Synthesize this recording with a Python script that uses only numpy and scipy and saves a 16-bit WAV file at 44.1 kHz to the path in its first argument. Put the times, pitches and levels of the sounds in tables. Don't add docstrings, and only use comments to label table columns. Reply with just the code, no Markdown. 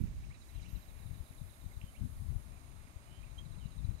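import sys
import numpy as np
from scipy import signal
from scipy.fft import rfft, irfft
from scipy.io import wavfile
from scipy.ndimage import uniform_filter1d

SR = 44100
rng = np.random.default_rng(int(sys.argv[2]) if len(sys.argv) > 2 else 0)


def pcm_store(signal):
    levels = np.round(np.clip(np.atleast_2d(signal), -1, 1) * 32767)
    wavfile.write(sys.argv[1], SR, levels.astype(np.int16).T)


N = 176400
TIME = np.arange(N) / SR
HZ = np.maximum(np.arange(N // 2 + 1) * SR / N, 1)
LEFT_LEAD_S, ROUGHNESS_HZ = 0.00029, 171

# (time [s], level [dB])
GUSTS_LEFT = [(0, -49), (.08, -42.5), (.14, -46), (.29, -43), (.36, -56), (.48, -55), (.57, -40.5),
              (.68, -46), (.76, -40), (.82, -55), (.92, -46), (1.08, -45.5), (1.2, -43.5), (1.26, -59),
              (1.33, -53.5), (1.43, -42.5), (1.56, -59.5), (1.65, -43.5), (1.72, -49.5), (1.86, -47.5),
              (1.93, -56), (1.99, -47), (2.04, -38.5), (2.15, -45), (2.23, -39.5), (2.35, -37.5),
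              (2.44, -49.5), (2.52, -43.5), (2.6, -51.5), (2.82, -47.5), (2.9, -54.5), (3.06, -55),
              (3.12, -45), (3.17, -50.5), (3.22, -44.5), (3.3, -46), (3.57, -41.5), (3.65, -43.5),
              (3.73, -48), (3.8, -39), (3.92, -37), (4, -50.5)]
GUSTS_RIGHT = [(0, -31.5), (.05, -34.5), (.12, -41.5), (.19, -41), (.27, -54), (.4, -53), (.52, -60),
               (1.6, -70), (1.78, -57), (2.06, -55), (2.12, -59), (2.18, -46), (2.3, -79), (4, -80)]
# (frequency [Hz], relative level [dB])
GUST_SPECTRUM = [(12, -17), (28, -1.5), (55, 3), (90, -1.5), (130, -8.5), (190, -23.5), (300, -36),
                 (500, -50), (1200, -71)]
EDDY_SPECTRUM = [(50, -21), (110, 0.5), (160, 3.5), (240, -9.5), (350, -18), (600, -37.5), (1500, -52.5)]


def wind(gusts, evenness=0.54, lump_s=0.073, eddy_db=-46, reference_db=-36, growth_db_per_db=1.49):
    gust_db = curve(gusts)
    body = rms_one(colour(rng.standard_normal(N), GUST_SPECTRUM))
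    eddies = rms_one(colour(rng.standard_normal(N), EDDY_SPECTRUM))
    power = uniform_filter1d(body ** 2, int(lump_s * SR)) + 1e-6
    body = rms_one(body / power ** (evenness / 2))
    patches_db = 3.5 * band_noise(0, width_hz=14)
    fine_db = eddy_db + growth_db_per_db * (gust_db - reference_db) + patches_db
    return from_db(gust_db) * body + from_db(fine_db) * eddies


# (centre [s], peak [dB], half length [s], port)
EDDY_THUMPS = [(0.0167, -26, 0.0016, "right"), (0.038, -30.5, 0.0022, "right"),
               (.561, -41.5, 0.0036, "left"), (0.58, -38.5, 0.0028, "left"), (0.734, -36, 0.0023, "left"),
               (0.755, -34, 0.0041, "left"), (1.061, -32.5, 0.002, "left"), (1.112, -31, 0.0025, "left"),
               (1.209, -31, 0.0028, "left"), (1.309, -38.5, 0.0018, "left"), (1.417, -32, 0.0022, "left"),
               (1.644, -38, 0.0015, "left"), (1.665, -32.5, 0.0021, "left"), (1.775, -33.5, 0.0028, "left"),
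               (1.841, -31, 0.0019, "left"), (2.017, -27.5, 0.0021, "left"), (2.034, -37, 0.002, "left"),
               (2.222, -36, 0.0017, "left"), (2.291, -29.5, 0.0028, "left"), (2.304, -29.5, 0.0029, "left"),
               (2.364, -24.5, 0.0028, "left"), (2.966, -35, 0.003, "left"), (3.464, -37.5, 0.0019, "left"),
               (3.557, -39.5, 0.0018, "left"), (3.583, -35, 0.0018, "left"), (3.658, -26.5, 0.0019, "left"),
               (3.772, -35.5, .0021, "left"), (3.851, -27, 0.0025, "left"), (3.892, -24.5, 0.0021, "left")]


def buffets():
    ports = {"left": np.zeros(N), "right": np.zeros(N)}
    for centre_s, db, half_s, port in EDDY_THUMPS:
        offset = np.clip((TIME - centre_s) / half_s, -10, 10)
        ports[port] += from_db(db) * offset * np.exp((1 - offset ** 2) / 2)
    return np.array([ports["left"], ports["right"]])


# (centre [s], length [s], frequency [Hz], left [dB], right [dB])
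EDDY_BURSTS = [(0.02, 0.12, 215, -64, -43), (2.039, 0.11, 150, -36, -74), (2.26, 0.19, 126, -53.5, -72)]


def flurries(width_hz=112, lump_s=0.0268):
    out = np.zeros((2, N))
    for centre_s, length_s, hz, left_db, right_db in EDDY_BURSTS:
        eddies = filtered(rng.standard_normal(N), np.exp(-((HZ - hz) / width_hz) ** 2))
        eddies /= np.sqrt(uniform_filter1d(eddies ** 2, int(lump_s * SR)) + 1e-12)
        out += from_db([[left_db], [right_db]]) * swell(centre_s, length_s) * eddies
    return out


def trill_note(peak_s, hz, db, flutter, attack_s=0.008, release_s=0.013, fall_hz_per_s=19800):
    age_s = np.clip(TIME - peak_s, -0.1, 0.1)
    envelope = np.exp(-(age_s / np.where(age_s < 0, attack_s, release_s)) ** 2)
    phase = 2 * np.pi * (hz * age_s - fall_hz_per_s * age_s ** 2 / 2)
    return from_db(db) * envelope * np.sin(phase + flutter)


# (time [s], peak [dB])
TRILL_NOTES = [(.35, -62.5), (.422, -60.5), (0.493, -62), (0.558, -61.5), (0.628, -59), (0.691, -65),
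               (0.761, -60), (.826, -61), (.89, -61), (0.964, -69), (0.996, -67), (3.316, -68),
               (3.387, -64), (3.458, -61), (3.524, -62), (3.591, -63), (3.66, -62.5), (3.722, -62),
               (3.786, -60), (3.848, -61), (3.915, -68), (3.95, -66), (3.99, -63)]


def trilling_bird(pitch_hz=3936, spread_hz=35):
    flutter = band_noise(0, ROUGHNESS_HZ)
    out = np.zeros(N)
    for peak_s, db in TRILL_NOTES:
        out += trill_note(peak_s, pitch_hz + spread_hz * rng.standard_normal(), db, 0.5 * flutter)
    return out + twitter(0.85 * flutter)


def twitter(flutter, start_s=1.031, pairs=7, step_s=0.1175, gap_s=0.034, hz=3840, fade_db_per_s=2.5):
    out = np.zeros(N)
    for pair in range(pairs):
        for lag_s, note_db in ((0, -62.8), (gap_s, -64.8)):
            age_s = pair * step_s + lag_s
            db = note_db - fade_db_per_s * age_s + 0.6 * rng.standard_normal()
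            out += trill_note(start_s + age_s, hz, db, flutter)
    return out


# (centre [s], length [s], start pitch [Hz], end pitch [Hz], peak [dB], roughness [0-1])
CHIRP_GLIDES = [(0.166, 0.024, 2350, 2740, -64, 0.34), (0.241, 0.029, 1960, 2980, -58, 0.2),
                (0.316, 0.044, 1500, 3050, -55.5, 0.24), (.348, 0.037, 2400, 2660, -60, .4),
                (.505, 0.047, 2035, 2340, -62, 0.5), (0.572, 0.18, 2770, 3190, -63.5, 0.9),
                (0.599, 0.012, 2750, 1880, -55, 0.15), (.645, .04, 2106, 2470, -59, 0.2),
                (0.662, 0.0303, 2300, 3300, -58.5, 0.28), (0.794, 0.029, 1400, 1890, -64, 0.3),
                (0.708, 0.4, 2750, 2750, -66.5, .8), (1.72, 0.031, 2000, 2350, -62, 0.2),
                (1.815, 0.004, 3200, 2220, -44, 0.23), (1.836, 0.1, 2930, 3130, -64.5, 0.6),
                (1.887, 0.067, 3030, 3060, -62.5, 0.1), (1.953, 0.03, 2100, 2440, -57.5, 0.3),
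                (1.968, 0.035, 2450, 3200, -59.5, 0.34), (2.578, 0.02, 2110, 2550, -63, .3),
                (2.876, .02, 2500, 1950, -59.5, 0.4), (3.142, 0.21, 2850, 3240, -63, 0.25),
                (3.237, 0.0403, 1950, 3020, -56.5, .25), (3.617, 0.04, 3150, 3010, -61, 0.2),
                (3.647, 0.087, 2920, 2840, -62, 0.2), (3.71, 0.086, 2870, 2810, -68, 0.45)]


def chirping_birds(flutter_rad=3.4):
    flutter = flutter_rad * band_noise(0, ROUGHNESS_HZ)
    out = np.zeros(N)
    for centre_s, length_s, start_hz, end_hz, db, roughness in CHIRP_GLIDES:
        progress = np.clip((TIME - centre_s) / length_s + 0.5, 0, 1)
        phase = 2 * np.pi * np.cumsum(start_hz + (end_hz - start_hz) * progress) / SR
        out += from_db(db) * swell(centre_s, length_s) * np.sin(phase + roughness * flutter)
    return out


def pip(centre_s=3.39, length_s=0.03, hz=3237, scoop_hz=576, scoop_s=0.0042, db=-44.5, octave_db=-16.5):
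    age_s = np.maximum(TIME - centre_s + length_s / 2, 0)
    pitch_hz = hz - scoop_hz * np.exp(-np.minimum(age_s / scoop_s, 20))
    phase = 2 * np.pi * np.cumsum(pitch_hz) / SR
    tone = np.sin(phase) + from_db(octave_db) * np.sin(2 * phase)
    call = from_db(db) * swell(centre_s, length_s) * tone
    return call + from_db(-12) * delayed(call, delay_s=0.02)


def scatter(x, echo_db=-8, t60_s=0.37):
    tail = rng.standard_normal(SR) * from_db(-60 * TIME[:SR] / t60_s)
    tail /= np.sqrt(np.sum(tail ** 2))
    return from_db(echo_db) * signal.fftconvolve(x, tail)[:N]


# (time [s], level [dB])
CHATTER_ENVELOPE = [(0, -68.5), (.35, -71), (.6, -69.5), (.95, -67), (1.3, -72), (1.7, -73), (2.2, -74),
                    (2.55, -70.5), (3.2, -70), (3.6, -69.5), (4, -70.5)]


def chatter(hz=2203, width_hz=770, flicker_db=1.7, flicker_hz=25):
    db = curve(CHATTER_ENVELOPE) + flicker_db * band_noise(0, flicker_hz)
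    return from_db(db) * band_noise(hz, width_hz)


# (frequency [Hz], density [dB/Hz])
AIR_SPECTRUM_LEFT = [(30, -94), (100, -97), (250, -91.5), (490, -104), (600, -99), (800, -103),
                     (1150, -103), (1700, -110), (3300, -114), (3900, -108), (4500, -115), (5100, -115),
                     (5750, -121), (6550, -112), (7400, -120), (8200, -116), (8900, -108.5), (9500, -114),
                     (10300, -126), (13000, -123), (15500, -129)]
AIR_SPECTRUM_RIGHT = [(30, -89), (90, -82), (190, -93.5), (240, -88), (350, -93.5), (490, -99),
                      (600, -92.5), (800, -96), (1200, -95.5), (1600, -101), (2250, -104), (3300, -107),
                      (3900, -102), (4400, -107), (5100, -105.5), (5750, -111.5), (6550, -102),
                      (7000, -105), (7300, -110), (8900, -105), (10200, -114), (11000, -112), (13000, -116),
                      (14200, -122), (15500, -121)]
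# (time [s], gain [dB])
MIDRANGE_GAIN = [(0, -2), (.5, -1.5), (1.1, 0.5), (1.7, -1), (2.4, 0), (3.2, 0.5), (4, -0.5)]


def air(bass_coherence=0.93, coherence_hz=1430, mid_low_hz=417, mid_high_hz=1420):
    left, independent = rng.standard_normal((2, N))
    coherence = bass_coherence / (1 + (HZ / coherence_hz) ** 2)
    shared = filtered(left, coherence * np.exp(-2j * np.pi * HZ * LEFT_LEAD_S))
    right = shared + filtered(independent, np.sqrt(1 - coherence ** 2))
    both = np.array([colour(left, AIR_SPECTRUM_LEFT), colour(right, AIR_SPECTRUM_RIGHT)])
    midrange = filtered(both, (HZ > mid_low_hz) & (HZ < mid_high_hz))
    return both + midrange * (from_db(curve(MIDRANGE_GAIN)) - 1)


# (frequency [Hz], density [dB/Hz])
HISS_SPECTRUM = [(6000, -135), (8000, -111), (9500, -106), (10150, -109), (10900, -104), (11500, -106),
                 (13200, -106), (14000, -114), (15500, -114.5)]
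# (time [s], gain [dB])
HISS_GAIN = [(0, -9), (.07, -6), (.24, -4), (.33, -13), (.42, -4), (.5, 2.5), (.65, -4), (.72, 0),
             (.95, 0.5), (1.5, 2.5), (1.8, 1.5), (2.25, 2), (2.7, -1.5), (4, -4)]
HISS_TOP_GAIN = [(0, -1), (.62, -4), (.76, 2), (1.3, -0.5), (1.8, -2), (2.2, -3), (2.7, -5.2), (4, -3)]
# (start [s], end [s], centre [Hz], width [Hz], level [dB])
PASSING_BANDS = [(0, 0.046, 11400, 2000, -68), (0.394, .45, 7100, 400, -72), (.28, .72, 8850, 400, -79),
                 (.46, .62, 12700, 700, -77), (0.687, 0.87, 12500, 900, -69.5),
                 (.71, 0.864, 13500, 700, -73), (.68, 0.714, 11700, 1600, -68),
                 (0.034, .6, 5700, 1430, -75), (.6, .86, 5900, 2200, -70.5), (.92, 1.58, 10400, 750, -71.5),
                 (1, 1.8, 12950, 700, -79), (1.85, 2.48, 10400, 1600, -70.5), (2.4, 3.95, 9300, 400, -75)]


def shifting_hiss(left_db=-21, top_ramp_hz=(11300, 13300), flicker_db=2.0, flicker_hz=15):
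    hiss = colour(rng.standard_normal(N), HISS_SPECTRUM) * from_db(curve(HISS_GAIN))
    top = filtered(hiss, np.interp(HZ, top_ramp_hz, [0, 1]))
    hiss += top * (from_db(curve(HISS_TOP_GAIN)) - 1)
    for start_s, end_s, hz, width_hz, db in PASSING_BANDS:
        fade_s = 0.019 + 0.072 * (end_s - start_s)
        gate = np.clip(np.minimum(TIME - start_s, end_s - TIME) / fade_s + 0.5, 0, 1)
        gain = from_db(db + flicker_db * band_noise(0, flicker_hz))
        hiss += gain * gate * band_noise(hz, width_hz)
    return np.array([from_db(left_db) * hiss, hiss])


def from_db(db):
    return 10 ** (np.asarray(db) / 20)


def rms_one(x):
    return x / np.sqrt(np.mean(x ** 2) + 1e-20)


def curve(points):
    return np.interp(TIME, *np.transpose(points))


def filtered(x, response):
    return irfft(rfft(x) * response, N)


def colour(white, spectrum):
    hz, db = np.transpose(spectrum)
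    return filtered(white, from_db(np.interp(np.log(HZ), np.log(hz), db))) * np.sqrt(SR / 2)


def band_noise(hz, width_hz):
    response = 1 / (1 + 2 * ((HZ - hz) / width_hz) ** 2)
    return rms_one(filtered(rng.standard_normal(N), response))


def delayed(x, delay_s):
    return np.interp(TIME - delay_s, TIME, x, left=0)


def swell(centre_s, length_s):
    return np.cos(np.pi * np.clip((TIME - centre_s) / length_s, -0.5, 0.5)) ** 2


def scene(birds_left_db=-17.5, breeze_fade_in_s=0.004):
    trill, chirps = trilling_bird(), chirping_birds()
    direct = trill + chirps + pip() + chatter()
    echo_left, echo_right = (scatter(trill) + scatter(chirps) for _ in range(2))
    birds = np.array([from_db(birds_left_db) * (direct + echo_left),
                      delayed(direct, LEFT_LEAD_S) + echo_right])
    breeze = flurries() + buffets() + np.array([wind(GUSTS_LEFT), wind(GUSTS_RIGHT)])
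    breeze *= np.minimum(TIME / breeze_fade_in_s, 1)
    return breeze + birds + air() + shifting_hiss()


def record(dry):
    cutoff_hz = 15720
    return signal.sosfilt(signal.ellip(12, 0.1, 80, cutoff_hz, fs=SR, output="sos"), dry)


dry = scene()
out = record(dry)
pcm_store(out)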